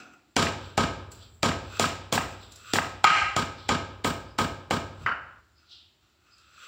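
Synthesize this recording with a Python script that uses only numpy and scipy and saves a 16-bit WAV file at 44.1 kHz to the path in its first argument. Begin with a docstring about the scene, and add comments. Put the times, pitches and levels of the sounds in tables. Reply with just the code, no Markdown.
"""In a hard-walled kitchen, a stone pestle pounds stalks and wet spice paste in a stone mortar on the floor.
Each blow is shaped noise: a low thud, a ring through the stone's resonances, a crack of fibres and a fine spray.
Rebounds tap and a skid grinds, the pestle is laid down, grains of noise make hands rustle, snap and squeak.
Decaying noise bands form the room tail, low resonances the floor's rumble, steady noise the room tone.
A small microphone with gain control flattens the start of every tail."""
import sys
import numpy as np
from scipy import signal
from scipy.fft import rfft, irfft
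from scipy.io import wavfile
from scipy.ndimage import uniform_filter1d

SR = 44100
rng = np.random.default_rng(int(sys.argv[2]) if len(sys.argv) > 2 else 0)


def field_ratio(decibels):
    """Amplitude ratio for a level in dB (20 dB per decade); scalars and array-likes work."""
    return 10 ** (np.asarray(decibels, dtype=float) / 20)


def output_pcm(signal):
    """Save a mono or channel-first signal as 16-bit PCM at the path in sys.argv[1].

    Samples are clipped to [-1, 1] before scaling.
    """
    pcm = np.clip(np.atleast_2d(signal).T, -1, 1) * 32767
    wavfile.write(sys.argv[1], SR, np.round(pcm).astype(np.int16))


N = 294265  # length [samples]


def rms_one(x):
    """Normalisation: scales a signal to unit rms."""
    return x / np.sqrt(np.mean(x ** 2) + 1e-20)


def at_hz(points, hz):
    """Logarithmic frequency axis: interpolates a table of (frequency, value) along it."""
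    table_hz, values = np.array(points).T
    return np.interp(np.log(hz), np.log(table_hz), values)


def band(x, low_hz, high_hz):
    """Band-pass filtering: a Butterworth filter keeps one part of the spectrum."""
    return signal.sosfilt(signal.butter(2, [low_hz, high_hz], "band", fs=SR, output="sos"), x)


def colour(x, points, size=4096):
    """Minimum phase: folding the cepstrum gives the causal filter of a given magnitude response."""
    hz = np.arange(size // 2 + 1) * SR / size + 1  # the offset avoids log(0)
    cepstrum = irfft(np.log(field_ratio(at_hz(points, hz))))
    cepstrum[1:size // 2] *= 2
    cepstrum[size // 2 + 1:] = 0
    impulse_response = irfft(np.exp(rfft(cepstrum)))
    return signal.fftconvolve(x, impulse_response)[:N]


def resonate(x, modes):
    """Modal superposition: two-pole resonators in parallel, with alternating signs."""
    out = 0
    for k, (hz, width_hz, level_db) in enumerate(modes):
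        r = np.exp(-np.pi * width_hz / SR)  # pole radius: a wider mode decays faster
        a = [1, -2 * r * np.cos(2 * np.pi * hz / SR), r * r]
        b = [(1 - r * r) / 2, 0, (r * r - 1) / 2]
        out = out + (-1) ** k * field_ratio(level_db) * signal.lfilter(b, a, x + 1e-18)
    return out


def clicks(times, levels_db):
    """Impulsive excitation: one single-sample impulse at each time."""
    out = np.zeros(N)
    out[(np.asarray(times) * SR).astype(int)] = field_ratio(levels_db)
    return out


def bursts(times, levels_db, rise_s, fall_s):
    """Rough contact: noise that swells and falls exponentially, with the energy of an impulse."""
    t = np.arange(2000) / SR
    shape = np.exp(-t / fall_s) * (1 - np.exp(-t / rise_s)) ** 2
    shape = shape / np.linalg.norm(shape)
    return signal.fftconvolve(clicks(times, levels_db), shape)[:N] * rng.standard_normal(N)


def contact(times, levels_db, rise_s, fall_s, sharp_db=-12):
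    """Direct and radiated sound: row 0 is a rough burst with a sharp edge, row 1 impulses for the room."""
    edge = field_ratio(sharp_db) * clicks(np.asarray(times) + rise_s, levels_db)
    return np.array([bursts(times, levels_db, rise_s, fall_s) + edge, clicks(times, levels_db)])


# Blows of the pestle; the four parts are relative to the blow: (time [s], level of the blow [dB],
# thud [dB], stone ring [dB], crack [dB], spray [dB])
BLOWS = [(0.365, -6, -12, -14.5, -14, -39), (0.426, -15, -13.5, -17, -15.5, -31),
         (0.777, -12, -7, -9, -13.5, -33.5), (1.43, -7.5, -11.5, -16.5, -16, -35.5),
         (1.796, -11.5, -11, -14, -9.5, -21.5), (2.125, -5.5, -17.5, -27, -18.5, -24),
         (2.735, -9, -14.5, -21, -14, -23), (3.041, -6, -21, -2, -23, -34.5),
         (3.364, -10, -14.5, -14, -18, -32.5), (3.69, -10.5, -10.5, -11, -16.5, -48),
         (4.045, -19, -4, -6.5, -11, -14.5), (4.386, -14.5, -7.5, -9.5, -15.5, -22),
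         (4.708, -7.5, -15, -18, -23.5, -33)]
# Resonances of the mortar: (frequency [Hz], width [Hz], level [dB])
STONE_MODES = [(790, 130, -10), (1228, 40, 0), (1270, 40, 0), (1250, 10, -5), (1560, 150, -11),
               (2030, 220, -13), (2380, 70, -6), (2750, 110, -10), (3190, 120, -17), (3990, 60, -15),
               (4390, 70, -22)]
# Resonances of the boards under the mortar: (frequency [Hz], width [Hz], level [dB])
FLOOR_MODES = [(104, 26.7, -14), (216.2, 31, -4.5), (232.7, 25, -2), (377.7, 15, 2.5), (671, 18, -4.5)]


def pestle():
    """Impact excitation: soft paste gives the thud, bare stone the ring, breaking fibres crack and spray."""
    s, peak_db, thud_db, ring_db, crack_db, spray_db = np.transpose(BLOWS)
    push = contact(s, peak_db + thud_db, 0.0006, 0.0075)
    thud = field_ratio(37.5) * band(push, 110, 1062) + field_ratio(39.0) * resonate(push, FLOOR_MODES)

    knock = contact(s, peak_db + ring_db, 0.0024, 0.0033, sharp_db=-4.5)
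    ring = field_ratio(47.5) * resonate(band(knock, 710, 1900), STONE_MODES)
    ring = ring + field_ratio(29.5) * band(knock, 625, 4400)

    snap = contact(s, peak_db + crack_db, 0.00022, 0.0028)
    crack = field_ratio(34.0) * band(snap, 2210, 8170) * field_ratio([[-1.5], [0]])

    spit = contact(s, peak_db + spray_db, 0.001, 0.0035)
    spray = field_ratio(30.5) * band(spit, 7000, SR * 3 / 8) * field_ratio([[-6], [0]])
    spray = spray + field_ratio(6.5) * band(spray, 7800, 9100)  # wet paste spits most here

    # the stalks start to crush a moment before stone meets stone; direct sound only
    crush = field_ratio(20) * band(bursts(s - .007, peak_db + thud_db, 0.0077, 0.0072), 1500, 7600)
    return thud + ring - crack + spray + crush * [[1], [0]]


# The pestle is dropped into the paste: (time [s], level [dB])
LAID_DOWN = [(5.061, -16.5)]
# Resonances of its duller knock: (frequency [Hz], width [Hz], level [dB])
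LAID_MODES = [(845, 1050, -15), (1410, 293, 5.5), (2000, 200, -29), (2220, 190, -34), (3020, 210, -11.5),
              (4370, 130, -19), (1500, 13, 2)]


def laid_down():
    """Damped impact: the pestle dropped into paste excites mostly broad resonances."""
    s, level_db = np.transpose(LAID_DOWN)
    drop = contact(s, level_db, 0.00085, 0.0063)
    return field_ratio(34.5) * resonate(band(drop, 390, 4540), LAID_MODES) + field_ratio(14) * band(drop, 100, 1000)


# The mortar rocks and taps the floor: (time [s], level [dB])
REBOUNDS = [(0.468, -18.5), (1.514, -22.5), (1.84, -13.5), (2.177, -11.5), (2.21, -22.5), (2.756, -16.5),
            (2.785, -9), (2.818, -23)]


def rebounds():
    """Secondary impacts: short dry taps of the rocking bowl excite the stone's resonances."""
    s, level_db = np.transpose(REBOUNDS)
    tap = contact(s, level_db, 0.00089, 0.0014) * field_ratio([[1.5], [-8]])
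    tap = band(tap, 640, 3100)
    return field_ratio(27.0) * band(tap, 680, 1500) + field_ratio(35.5) * resonate(tap, STONE_MODES)


# Level curve of the pestle skidding over bare stone: (time [s], level [dB])
GRIND = [(3.049, 1.5), (3.062, -21), (3.075, -7), (3.094, -19.5), (3.17, -21.5), (3.194, -24.5),
         (3.21, -29.5), (3.34, -40.5)]


def skid():
    """Frictional excitation: random grit impulses keep all the stone's modes sounding."""
    s, level_db = np.transpose(GRIND)
    hit = rng.random(N) < 1500 / SR  # 1500 grains a second on average
    size_db = 2.1 * np.minimum(rng.exponential(1, N), 3.0)
    grit = hit * field_ratio(size_db) * rng.choice([-1, 1], N)
    ringing = rms_one(resonate(band(grit, 1200, 3700), STONE_MODES))
    scrape = rms_one(band(band(grit, 1300, 7000), 1500, 7900))
    curve = field_ratio(np.interp(np.arange(N) / SR, s, level_db, left=-120, right=-120))
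    return (ringing + field_ratio(-10.5) * scrape) * curve * field_ratio([[-1.5], [-6]])


# Hand strokes on stalks and paste; rise and fall are times over 20 dB: (time of the height [s],
# rise [s], fall [s], rub [dB], rustle [dB], crackle [dB])
STROKES = [(0.002, 0.018, 0.1, -46, -56, -62), (.138, 0.022, 0.023, -55, -84, -66),
           (.315, .04, .05, -78, -80, -73.5), (.65, .12, .15, -57, -51.5, -61),
           (1.118, 0.0084, 0.059, -58, -56, -48.5), (1.231, 0.088, 0.058, -61, -50.5, -61),
           (1.35, 0.17, .1, -89, -80, -64), (1.771, 0.15, 0.041, -44, -44, -50.5),
           (2.33, 0.059, 0.033, -47, -66, -56), (2.43, 0.073, .08, -68, -49, -59),
           (2.52, 0.019, 0.1, -77, -57, -59), (2.72, 0.18, 0.015, -45, -47, -50),
           (3.585, 0.029, 0.41, -72, -49.5, -67), (5.04, 0.12, .03, -55, -56, -62),
           (5.601, .05, 0.17, -67, -70, -86), (5.719, 0.043, .16, -72, -46, -74),
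           (6.03, 0.035, .3, -71.5, -72.5, -85), (6.27, 0.075, 0.19, -65, -74, -77),
           (6.42, 0.13, 0.13, -69, -66, -73.5), (6.64, 0.17, 0.13, -48, -51, -58)]
# Hollows of hand and bowl: (frequency [Hz], width [Hz], level [dB])
RUB_MODES = [(1184, 160, -2), (1410, 160, 3), (2610, 140, 1.5), (3480, 56, -12.5), (4900, 88, -9),
             (6140, 470, -8.5), (516, 120, -18)]


def strokes():
    """Granular friction: dense grains of uneven size sound in three registers under each hand stroke."""
    rustle_start_hz, rustle_sag_hz_s = 4200, 3020  # the rustle dulls as a stroke goes on
    out = np.zeros(N)
    t = np.arange(N) / SR
    grains = [rng.standard_normal(N) * field_ratio(2.6 * rng.exponential(1, N)) for _ in range(4)]
    rub = rms_one(resonate(grains[0], RUB_MODES))
    crackle = rms_one(band(grains[1], 7400, 7900) + field_ratio(-17) * band(grains[0], 10000, 16000))
    centres = np.geomspace(2600, 6200, 9)  # narrow rustle bands [Hz]
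    voices = [rms_one(band(grains[2 + k % 2], hz / 1.04, hz * 1.04)) for k, hz in enumerate(centres)]
    for s, rise_s, fall_s, rub_db, rustle_db, crackle_db in STROKES:
        now = slice(max(int((s - 2 * rise_s) * SR), 0), int((s + 2 * fall_s) * SR))
        swell = field_ratio(-20 * np.maximum((s - t[now]) / rise_s, (t[now] - s) / fall_s))
        centre_hz = rustle_start_hz - rustle_sag_hz_s * (t[now] - s + rise_s)
        centre_hz = np.maximum(centre_hz, centres[1])
        # a bell on the log frequency axis crossfades the bands
        rustle = sum(v[now] * np.exp(-(np.log(hz / centre_hz) / 0.32) ** 2) for v, hz in zip(voices, centres))
        out[now] += swell * field_ratio(rub_db) * rub[now]
        out[now] += swell * field_ratio(rustle_db) * rustle / 2
        out[now] += swell * field_ratio(crackle_db) * crackle[now]
    return out


# Single fibres snap: (time [s], level [dB], frequency [Hz])
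TICKS = [(1.1164, -35.5, 7160), (2.519, -36, 6980), (2.5577, -34.5, 6900), (5.695, -56, 4390),
         (6.3802, -49, 6240)]


def snaps():
    """Brittle fracture: each snapping fibre is a short noise burst in a band about its frequency."""
    return sum(band(bursts([s], [level_db + 21.5], 0.00079, 0.0066), hz / 1.7, min(hz * 1.5, 16000))
               for s, level_db, hz in TICKS)


# Thin squeaks: (start [s], length [s], frequency [Hz], level [dB])
SQUEAKS = [(4.244, 0.1, 5030, -60), (5.554, 0.058, 5040, -61), (6.308, 0.071, 5030, -57.5)]


def squeaks():
    """Narrow-band resonance: noise in a sharp mode and a weaker, wider one below it."""
    out = np.zeros(N)
    t = np.arange(N) / SR
    for s, length_s, hz, level_db in SQUEAKS:
        swell = np.clip(1 - np.abs(2 * (t - s) / length_s - 1), 0, 1) ** .5
        modes = [(hz, 60, 0), (hz * .89, 150, -8)]
        out += field_ratio(level_db) * swell * rms_one(resonate(rng.standard_normal(N), modes))
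    return out


# A low hollow sound dies away at the start: (frequency [Hz], width [Hz], starting level [dB])
FADING_HUM = [(290, 54, -54.5), (729, 40, -60)]


def fading_hum():
    """Exponential decay: noise in two low resonances falls steadily in dB."""
    fall_db = -95 * np.arange(N) / SR  # 95 dB a second
    return sum(field_ratio(level_db + fall_db) * rms_one(resonate(rng.standard_normal(N), [(hz, width_hz, 0)]))
               for hz, width_hz, level_db in FADING_HUM)


# Reverberation time of the kitchen: (frequency [Hz], time to fall 60 dB [s])
ROOM_T60 = [(60, 1), (160, 0.53), (420, 0.63), (1100, 0.52), (2900, 0.51), (7700, 0.38), (10500, 0.25),
            (13000, 0.35), (15500, 0.36)]
# Swells of the early tail from the nearest walls: (delay [s], level [dB])
ECHOES = [(0.009, 2), (0.031, 4), (0.06, 4.5)]


def kitchen(x, wet_db, build_s):
    """Diffuse reverberation: a tail builds up, swells and dies band by band; a farther room lingers."""
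    t = np.arange(SR) / SR
    edges = 45 * 2 ** np.arange(0, 8.9, .5)  # half octaves [Hz]
    white = rng.standard_normal((2, SR))  # neighbouring bands take different noise
    tail = 0
    for k, (low, high) in enumerate(zip(edges, edges[1:])):
        fall_db = -60 * t / at_hz(ROOM_T60, np.sqrt(low * high))
        far_db = -24 - 14.0 * np.log2(1 + (low / 6500) ** 4) + 0.36 * fall_db  # duller and slower
        tail = tail + band(white[k % 2], low, high) * (field_ratio(fall_db) + field_ratio(far_db))
    swells_db = sum(level_db * np.exp(-((t - s) / 0.0054) ** 2) for s, level_db in ECHOES)
    build = 1 - np.exp(-(t / build_s) ** 2)
    return signal.fftconvolve(x, field_ratio(wet_db + swells_db) * tail * build)[:N]


def breaks_off():
    """Gain step: after the pounding the level drops by 6.5 dB within 12 ms and stays down."""
    return field_ratio(-6.5 * np.clip((np.arange(N) / SR - 5.40) / .012, 0, 1))


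# The room's lowest modes, struck by every thud: (frequency [Hz], width [Hz], level [dB])
LOW_MODES = [(95, 1.9, 1), (77.4, 0.51, -8), (58.86, 3, -10), (138.2, 7.2, -6.5)]
# Weight shifts on the boards: (time [s], level [dB])
LEANS = [(3.25, -42.5), (5.031, -43.5)]


def rumble():
    """Low-frequency modal response: thuds strike the lowest modes and leave the floor shaking a while."""
    boom_db, shake_db, idle_db = 54.5, -29.5, -77.5  # struck modes and shaking re thud; rumble at rest
    shake_rise_s, shake_t60_s, lean_s = 0.065, 2.2, 0.038
    s, peak_db, thud_db = np.transpose(BLOWS)[:3]
    thuds = clicks(s, peak_db + thud_db)
    t = np.arange(2 * SR) / SR
    shake = field_ratio(shake_db - 60 * t / shake_t60_s) * (1 - np.exp(-t / shake_rise_s))
    shaking = signal.fftconvolve(thuds, shake)[:N]
    shaking += sum(field_ratio(db) * np.exp(-((np.arange(N) / SR - at_s) / lean_s) ** 2) for at_s, db in LEANS)
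    floor = [(74.3, 5.3, 0.5), (103.0, 8.2, 4.5), (60, 8.1, 9), (111, 51, 0.0)]  # as LOW_MODES
    noise = rms_one(resonate(rng.standard_normal(N), floor))
    struck = field_ratio(boom_db) * resonate(thuds, LOW_MODES)
    return (struck + noise * shaking) * breaks_off() + field_ratio(idle_db) * noise


# Spectrum of the room tone: (frequency [Hz], relative level per hertz [dB])
ROOM_TONE = [(18, -47), (30, -37), (64, -7), (165, -18), (245, -14.5), (280, -18.5), (345, -10.5),
             (486, -26), (584, -19), (988, -19.5), (1430, -21), (3220, -19), (4300, -16), (5450, -20.5),
             (16000, -29)]


def room_tone():
    """Stationary background noise: white noise shaped to the spectrum of the quiet room."""
    return field_ratio(-68.5) * rms_one(colour(rng.standard_normal(N), ROOM_TONE))


# Colour of the microphone: (frequency [Hz], response [dB])
MIC = [(30, -25.5), (70, 4.5), (2000, -2), (6000, -6.5), (6600, -10.5), (7100, 0), (8200, -7.5),
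       (9000, -16), (11000, -11.5), (12000, -13.5), (13600, -11), (14500, -7.5), (15300, 1.5), (16500, -20)]


def microphone(x):
    """Frequency response: the microphone weights the spectrum as a minimum-phase filter."""
    return colour(x, MIC)


def scene():
    """Superposition: direct sound, the room's answer and room tone pass the microphone; rumble is added."""
    direct, radiated = pestle() + laid_down() + rebounds() + skid()
    hands = strokes() + snaps() + squeaks() + fading_hum()
    pounding = (direct + kitchen(radiated, wet_db=-30.5, build_s=0.0073)) * breaks_off()
    near = pounding + hands + kitchen(hands, wet_db=-35.5, build_s=0.007)
    return (microphone(near + room_tone()) + rumble())[None]


def gain_control(x, knee_db, squeeze, release_db_s, attack_s):
    """Dynamic compression: levels above the knee are pressed down fast and let up at a steady rate."""
    t = np.arange(N) / SR
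    level_db = 10 * np.log10(uniform_filter1d(x ** 2, size=96) + 1e-12)
    held_db = np.maximum.accumulate(level_db + release_db_s * t) - release_db_s * t
    cut_db = np.clip(squeeze, 0, 1) * np.maximum(held_db - knee_db, 0)
    r = np.exp(-1 / (attack_s * SR))
    return x * field_ratio(-signal.lfilter([1 - r], [1, -r], cut_db))


def band_limit(x):
    """A steep low-pass at the top of the band."""
    return signal.sosfilt(signal.butter(12, 16820, fs=SR, output="sos"), x)


def record(dry):
    """Nonlinear transfer: gain control first, then saturation rounds the peaks."""
    x = gain_control(dry[0], knee_db=-21.5, squeeze=0.58, release_db_s=129.5, attack_s=0.002)[None]
    mix = 1.029 * np.tanh(x / 0.83)
    return band_limit(mix)


dry = scene()
out = record(dry)
output_pcm(out)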